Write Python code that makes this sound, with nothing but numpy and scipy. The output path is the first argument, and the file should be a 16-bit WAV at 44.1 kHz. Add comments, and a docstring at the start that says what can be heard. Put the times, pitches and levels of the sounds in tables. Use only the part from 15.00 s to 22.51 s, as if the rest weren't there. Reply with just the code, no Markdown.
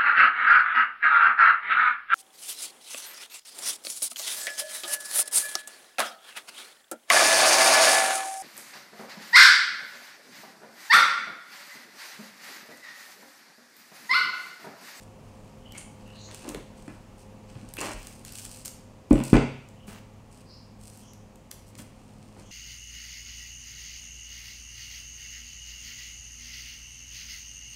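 """An appliance hums throughout in a small, hard-walled kitchen. From the start, cling film is pulled over
a metal tray of dough close to the microphone: it crinkles as it buckles, then squeaks softly by stick-slip
and snaps at single creases. The tray scrapes on the wooden counter and, from 1.5 s, is lightly knocked.
At 4.1 s and 4.3 s two heavy thumps set the counter ringing and the tray bouncing and clattering.
Crinkles, squeaks, snaps and a few scrapes and knocks go on to the end."""
import sys
import numpy as np
from scipy import signal
from scipy.fft import rfft, irfft
from scipy.io import wavfile

SR = 44100
rng = np.random.default_rng(int(sys.argv[2]) if len(sys.argv) > 2 else 0)


def waveform_to_disk(signal):
    """Save audio, clipped to [-1, 1], as 16-bit WAV at the path in sys.argv[1]."""
    frames = np.transpose(np.atleast_2d(signal))
    scaled = np.clip(frames, -1, 1) * 32767
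    samples = np.round(scaled).astype(np.int16)
    wavfile.write(sys.argv[1], SR, samples)


N = 331146
T = np.arange(N) / SR


def amp(db):
    """Amplitude ratio of a level in decibels."""
    return 10 ** (np.asarray(db) / 20)


def unit(x):
    """Normalisation to rms 1."""
    return x / np.sqrt(np.mean(x ** 2) + 1e-20)


def read(points, hz):
    """Interpolation of a table over log frequency."""
    f, value = np.transpose(points)
    return np.interp(np.log(hz + 1), np.log(f + 1), value)


def add(mix, s, sound):
    """Superposition: a sound joins the mix at s seconds."""
    part = mix[max(round(s * SR), 0):][:len(sound)]
    part += sound[:len(part)]


def colour(x, spectrum, tilt_db=0, size=4096):
    """Minimum-phase filtering at energy 1, with the spectrum tilted by tilt_db per octave."""
    hz = abs(np.fft.fftfreq(size, 1 / SR))
    gain = amp(read(spectrum, hz) + tilt_db * np.log2(np.maximum(hz, 100) / 1000))
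    log_gain = np.log(np.maximum(gain / gain.max(), 1e-5))
    response = np.fft.ifft(np.exp(np.conj(signal.hilbert(log_gain)))).real[:size // 2]
    return signal.oaconvolve(x, response / np.linalg.norm(response))[:len(x)]


def drift(rate_hz):
    """Low-pass Gaussian noise: a random fluctuation of rms 1."""
    hz = np.fft.rfftfreq(N, 1 / SR)
    return unit(irfft(rfft(rng.standard_normal(N)) * np.exp(-(hz / rate_hz) ** 2), N))


def clicks(count, per_s, spread_db):
    """A Poisson process of impulses, many small and a few large."""
    size = amp(spread_db * np.minimum(rng.exponential(1, count), 3.5))
    return size * rng.choice([-1, 1], count) * (rng.random(count) < per_s / SR)


def burst(decay_s, count=2048):
    """Exponential decay of noise that starts near rms 1."""
    fade = np.exp(-T[:count] / decay_s)
    puff = rng.standard_normal(count) * fade
    return puff * np.linalg.norm(fade) / np.linalg.norm(puff)


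def flick(smear_s, count=1024):
    """Dispersion of bending waves spreads a click of energy 1: the treble arrives first."""
    hz = np.fft.rfftfreq(count, 1 / SR)
    delay = smear_s * (1 - hz / hz[-1]) ** 2 + 8 / SR
    return irfft(np.exp(-2j * np.pi * np.cumsum(delay) * hz[1]), count)


# Partials of the motor: f/Hz, level/dB
MOTOR_PARTIALS = [(43, -66.5), (104, -55), (147, -64.5), (208.8, -59), (246, -64), (418, -71.5),
                  (522.5, -63), (627, -77.5), (731, -73.5), (836, -72.5), (941, -74.5)]
# Spectrum of the room's soft rush: f/Hz, level/dB
RUSH_SPECTRUM = [(13, -20), (22, 7), (70, -6), (97, -4.5), (128, -7), (211, -5), (347, -13.5), (524, -14),
                 (585, -14.5), (1130, -19.5), (1490, -27.5), (2740, -27.5), (3610, -34), (7000, -33.5),
                 (16000, -48)]
# Change in the room noise, partly screened by the cook's body: t/s, level/dB
SCREENING = [(0, 1), (0.7, 1.05), (2.4, 0.67), (3.8, -0.5), (4.8, -1), (6, -1.5), (7.5, -1)]


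def appliance(rush_db=-50, waver_db=2, wander=0.00289):
    """Acoustic shadowing: a motor wavers over the room's rush, and its higher tones are screened more."""
    screen_db = np.interp(T, *np.transpose(SCREENING))
    turns = np.cumsum(1 + wander * drift(rate_hz=4.18)) / SR
    hum = np.zeros(N)
    for hz, db in MOTOR_PARTIALS:
        rms = amp(db + waver_db * drift(rate_hz=4.2) + screen_db * min(hz / 220, 2.5))
        hum += rms * np.sqrt(2) * np.sin(2 * np.pi * (hz * turns + rng.random()))
    return hum + amp(rush_db + screen_db) * colour(rng.standard_normal(N), RUSH_SPECTRUM, size=16384)


# Spectrum of the crinkling film: f/Hz, level/dB
FILM_SPECTRUM = [(900, -31), (1500, -13), (2000, -17.5), (2600, -5.5), (3700, -12), (4300, -5.5),
                 (7000, -6), (8700, 0), (11000, -13), (15200, -16.5), (16300, -35)]
# Pulls and presses on the film: t/s, duration/s, relative level/dB, tilt/(dB per octave)
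FILM_PULLS = [(0.003, 0.04, -58.5, -1.5), (0.222, .32, -69, -3), (0.74, .1, -52, -5),
              (0.971, 0.35, -61.5, -7.5), (1.309, 0.22, -51.5, -4.5), (1.743, 0.26, -64, -2.5),
              (2.174, 0.065, -61, 0), (2.461, 0.33, -59.5, -7), (2.782, 0.018, -39.5, -3.5),
              (2.799, .15, -43, -2), (2.952, 0.357, -58, 1), (3.252, 0.098, -50, -2),
              (3.336, 0.14, -44.5, 0), (3.481, .16, -49.5, .5), (3.647, 0.027, -40.5, 1.5),
              (4.093, 0.126, -54.5, 3.5), (4.227, 0.15, -45.5, 0), (4.863, 0.083, -55.5, 5),
              (5.302, 0.13, -61, -2), (5.782, 0.287, -57, 1), (6.509, .005, -50, 1),
              (6.66, 0.055, -60.5, 4), (6.773, 0.054, -50.5, 3), (6.914, 0.67, -67, -3.5),
              (7.367, 0.055, -58.5, -4)]


def crinkle(gain_db=-1, relax_db=2, ref_s=0.082, ref_db=-52):
    """Buckling: each pull forms clumps of tiny creases over the friction hiss of film on film."""
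    out = np.zeros(N)
    clumps = amp(3 * drift(rate_hz=130))
    for s, length, db, tilt_db in FILM_PULLS:
        count = int(length * SR)
        # Quicker and harder pulls crease more densely; gentler ones have a larger share of hiss.
        per_s = 1050 * (ref_s / length) ** 0.43 * amp(db - ref_db) ** 0.47
        creases = unit(clicks(count, per_s, spread_db=4.5))
        hiss = amp(-4 + 0.29 * (ref_db - db)) * rng.standard_normal(count)
        sheet = unit((creases + hiss) * np.roll(clumps, -int(s * SR))[:count])
        pull = signal.windows.tukey(count, .25) * amp(relax_db * np.linspace(.5, -.5, count))
        add(out, s, amp(db + gain_db) * colour(np.pad(sheet * pull, (0, 2048)), FILM_SPECTRUM, tilt_db))
    return signal.oaconvolve(out, flick(smear_s=0.000762))[:N]


# Short squeaks of the film and a brief bright scrape of the tray: t/s, duration/s, f/Hz, relative level/dB
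FRICTION_SQUEAKS = [(0.596, 0.24, 3065, -54), (0.729, .04, 2280, -48), (0.772, 0.02, 8530, -35.5),
                    (1.018, 0.1804, 2830, -57), (1.101, 0.24, 4150, -52), (1.156, 0.19, 6437, -52),
                    (2.774, 0.02, 2590, -34.5), (4.738, .14, 2970, -62), (5.425, 0.23, 4852, -54.5),
                    (5.983, .21, 6100, -58), (5.98, .17, 3134, -62.5), (7.382, .18, 6460, -60),
                    (7.397, 0.15, 3180, -60.5)]


def squeaks(gain_db=-2, glide=0.0495):
    """Irregular stick-slip drives one rising resonance: tightening film squeaks, or the tray scrapes."""
    out = np.zeros(N)
    grip = amp(2.1 * drift(rate_hz=57))  # the surfaces hold and let go unevenly
    for s, length, hz, db in FRICTION_SQUEAKS:
        count = int(length * SR)
        # Higher and briefer squeaks fill a wider band.
        width_hz = min(370 * (hz / 3000) ** 2.34, 1400) * (0.2 / length) ** 0.35
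        band = np.exp(-2 * (np.fft.fftfreq(count, 1 / SR) / width_hz) ** 2)
        slips = np.fft.ifft(band * np.exp(2j * np.pi * rng.random(count)))
        turns = np.cumsum(hz * (1 + glide * np.linspace(-.5, .5, count))) / SR
        tone = unit((slips * np.exp(2j * np.pi * turns)).real)
        rasp = unit(np.roll(grip, -int(s * SR))[:count])
        add(out, s, amp(db + gain_db) * tone * rasp * np.hanning(count))
    return out


# Spectra of a snap's body and of its sharp leading edge: f/Hz, level/dB
BODY_SPECTRUM = [(300, -4), (1500, 2), (2600, -3.5), (3600, -5), (5000, -7.5), (9000, -0.5), (10500, -7),
                 (13000, -15.5)]
EDGE_SPECTRUM = [(7000, -33.5), (10500, -2), (13500, -9), (15300, -15), (16200, -21)]
# The loudest creases, which flip singly: t/s, relative level/dB, centre f/Hz, edge level/dB re body
CREASE_FLIPS = [(0.7213, -38, 5150, -4), (1.077, -48, 2870, -5), (1.312, -35.5, 3550, -19),
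                (1.3456, -31, 6870, -7), (1.4899, -27, 6150, -6.5), (1.546, -29, 3130, -11),
                (1.8795, -47, 6660, -26), (2.6888, -40.5, 8850, -12.5), (2.7378, -30, 9080, -2),
                (2.7685, -30, 2640, -4), (2.805, -26.5, 6740, -13), (2.8127, -22.5, 9260, -14),
                (3.0702, -31, 8750, -9), (3.2495, -32, 6560, -3), (3.323, -34.5, 8830, 0.5),
                (3.4514, -28, 8200, -9.5), (3.6572, -25, 8670, -2), (3.679, -27, 8060, -6),
                (4.129, -27.5, 8760, -27), (4.2372, -26, 8540, -6), (4.6875, -45, 7400, -8),
                (5.8995, -43, 8340, -9.5), (5.974, -43.5, 8440, 0), (6.134, -43.5, 5780, -3),
                (6.357, -47, 8450, -5), (6.5134, -28, 5250, -2), (6.7524, -40, 4220, -12)]


def snaps(gain_db=14, flutter_db=-19, q=8000 / 5500):
    """Snap-through: a crease flips, flutters and rings a patch of film; large, low patches ring longer."""
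    out = np.zeros(N)
    for s, db, hz, edge_db in CREASE_FLIPS:
        crack = flick(smear_s=.0018) + amp(flutter_db) * burst(decay_s=0.0028, count=1024)
        patch = signal.lfilter(*signal.iirpeak(hz, q, SR), crack)
        body = unit(colour(patch, BODY_SPECTRUM))
        edge = unit(colour(crack, EDGE_SPECTRUM))
        snap = body + amp(edge_db) * edge
        add(out, s, amp(db + gain_db) * snap / np.linalg.norm(snap))
    return out


# Spectrum of metal rubbing on wood: f/Hz, level/dB
SCRAPE_SPECTRUM = [(100, -20), (180, -4), (250, 3.5), (450, -0.5), (640, -1.5), (820, -2.5), (1080, -1),
                   (1400, -8.5), (1800, -8.5), (2700, -10), (3700, -19), (7000, -23), (10000, -35.5)]
# Short slides of the tray: t/s, duration/s, relative level/dB, tilt/(dB per octave)
TRAY_SLIDES = [(.744, 0.062, -50.5, 1), (1.272, 0.089, -52, 0.5), (1.425, 0.18, -44, -3),
               (1.893, 0.057, -72.5, -2.5), (2.798, .14, -35, .5), (2.958, 0.197, -55, 6.5),
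               (3.343, .13, -53, 15.5), (4.873, 0.13, -51, 4), (6.784, 0.026, -46.5, 6),
               (7.356, 0.079, -52, -3)]


def scrapes(gain_db=-1):
    """Dry friction: the tray's base catches and slips on the counter, hardest early in a slide."""
    out = np.zeros(N)
    for s, length, db, tilt_db in TRAY_SLIDES:
        count = int(length * SR)
        slips = unit(clicks(count, per_s=2500, spread_db=3.5))
        stroke = signal.windows.tukey(count, .3) * amp(np.linspace(2, -4, count))
        scrape = colour(np.pad(slips * stroke, (0, 2048)), SCRAPE_SPECTRUM, tilt_db)
        add(out, s, amp(db + gain_db) * scrape)
    return out


def ring(modes, t):
    """Free vibration as a sum of damped normal modes."""
    return -sum(amp(db - 60 * t / t60) * np.sin(2 * np.pi * hz * t) for hz, db, t60 in modes)


# Modes of the wooden counter and of the metal tray: f/Hz, level/dB, T60/s
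COUNTER_MODES = [(42.3, 6.5, 0.2), (133.8, -3.5, 0.59), (165.2, -5.5, 0.25), (206.4, 1, 0.2),
                 (240, -1.5, 0.39), (275.4, -0.5, 0.36), (333, 0, 0.18), (425, -20.5, 0.3),
                 (546, -10, 0.41), (616, -13.5, 0.424), (694, -15, 0.25), (818, -16, 0.3)]
TRAY_MODES = [(1050, -5, 0.36), (1286, -7, 0.21), (1490, -7, 0.42), (1712, -6.5, 0.27), (2020, -5, 0.18),
              (2310, -17, 0.25), (2380, -8.5, 0.21), (2480, -5, 0.222), (2560, -24, 0.26),
              (2670, -10, 0.25), (3000, -33, 0.3)]
# Spectrum of loose sheet metal: f/Hz, level/dB
CLATTER_SPECTRUM = [(240, -68), (400, 8), (448, -1.5), (488, -2.5), (727, -2.5), (1100, -7), (1200, -7),
                    (1680, -12), (2180, -11), (2580, -11), (3480, -20), (8290, -30), (12000, -81),
                    (15600, -103), (22000, -120)]
# Light knocks on the tray, and the short tok of the first thump:
# t/s, thud level/dB, thud f/Hz, relative clatter level/dB
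SHORT_KNOCKS = [(1.479, -30, 310, -33.5), (1.547, -26, 419, -35), (1.879, -32.5, 280.5, -30.5),
                (2.554, -33.5, 108, -39), (2.628, -36.5, 218, -51.5), (2.785, -32.5, 323, -25),
                (2.931, -36.5, 40.8, -50), (4.1105, -19.5, 958, -25), (4.88, -35, 187, -34),
                (4.908, -52, 170, -42), (6.795, -36.5, 225, -38)]
# Heavy thumps on the counter: t/s, thud level/dB, thud f/Hz, swell/s, counter ring level/dB,
# relative clatter level/dB, tray ring level/dB, bounce interval/s, number of bounces
COUNTER_THUMPS = [(4.1085, -3.5, 270.6, 0.005, -17.5, -24.5, -44, .0235, 4),
                  (4.3299, 0.5, 209.2, 0.0018, -16, -12.5, -26.5, .0122, 3)]


def knocks(swell_cycles=1.03, rebound_db=-12.5, bounce_loss_db=1.5, loosen_db=0.98):
    """Impact excitation: blows thud, clatter and ring counter and tray; thumps make the tray bounce."""
    thuds, rings, chatter = np.zeros((3, N))
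    t = T[:SR]
    counter, tray = ring(COUNTER_MODES, t), ring(TRAY_MODES, t)
    build_up = 1 - np.exp(-t / 0.0042)

    def strike(s, thud_db, hz, swell_s, clatter_db):
        """A transient contact force: a short push on the wood and a rattle of loose metal."""
        push = (t / swell_s * np.exp(1 - t / swell_s)) ** 2
        add(thuds, s, -amp(thud_db) * push * np.sin(2 * np.pi * hz * t))
        add(chatter, s, amp(clatter_db) * burst(decay_s=0.0031))

    for s, db, hz, clatter_db in SHORT_KNOCKS:
        strike(s, db, hz, swell_cycles / hz, clatter_db)
        add(rings, s, build_up * (amp(db - 17.5) * counter + amp(clatter_db - 21) * tray))
    for s, db, hz, swell_s, counter_db, clatter_db, tray_db, gap, bounces in COUNTER_THUMPS:
        strike(s, db, hz, swell_s, clatter_db)
        add(rings, s, build_up * (amp(counter_db) * counter + amp(tray_db) * tray))
        for k in range(1, round(bounces) + 1):
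            # Each bounce lands on another corner, so its pitch scatters.
            corner_hz = 299 * 2 ** (.7 * rng.uniform(-0.79, 1))
            bounce_db = db + rebound_db - k * bounce_loss_db
            strike(s + k * gap, bounce_db, corner_hz, swell_cycles / corner_hz, clatter_db + k * loosen_db)
    return thuds, rings, amp(-7) * colour(chatter, CLATTER_SPECTRUM)


# Reverberation time of the kitchen: f/Hz, T60/s
KITCHEN_T60 = [(100, 0.34), (400, 0.38), (1200, 0.5), (2800, 0.68), (6000, 0.53), (10000, 0.4),
               (15000, 0.31)]


def kitchen(x, first_s=0.0075, echoes_per_s=4000):
    """Reverberation: sparse reflections from hard walls, each band decaying at its own rate."""
    echoes = rng.choice([-1, 1], SR) * (rng.random(SR) < echoes_per_s / SR) * (T[:SR] > first_s)
    hz, t, bands = signal.stft(echoes, SR, nperseg=256)
    decay = amp(-60 * t / read(KITCHEN_T60, hz)[:, None])
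    tail = signal.istft(bands * decay, SR, nperseg=256)[1]
    reference = np.linalg.norm(echoes * amp(-60 * T[:SR] / .5))  # a tail with a T60 of 0.5 s
    return signal.oaconvolve(x, tail / reference)[:N]


def scene():
    """Superposition of the hum, the direct sound of film, tray and counter, and the reverberant field."""
    hum, film, squeak, cracks, slide = appliance(), crinkle(), amp(-1) * squeaks(), snaps(), scrapes()
    thuds, rings, clatter = knocks()
    direct = film + squeak + cracks + slide + thuds + rings + clatter
    to_room = amp(-6) * film + squeak + amp(-4) * cracks + amp(-5) * slide + amp(-4.5) * thuds + clatter
    return (hum + direct + kitchen(to_room))[None]


def record(dry, low_hz=33, high_hz=15800):
    """Band limiting: the microphone loses the deepest bass, and a low-pass cuts the highest treble."""
    thinned = signal.sosfilt(signal.butter(3, low_hz, "high", fs=SR, output="sos"), dry)
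    low_pass = signal.firwin(301, high_hz, window=("kaiser", 9), fs=SR)
    return signal.oaconvolve(thinned, low_pass[None], "same")


dry = scene()
out = record(dry)
waveform_to_disk(out)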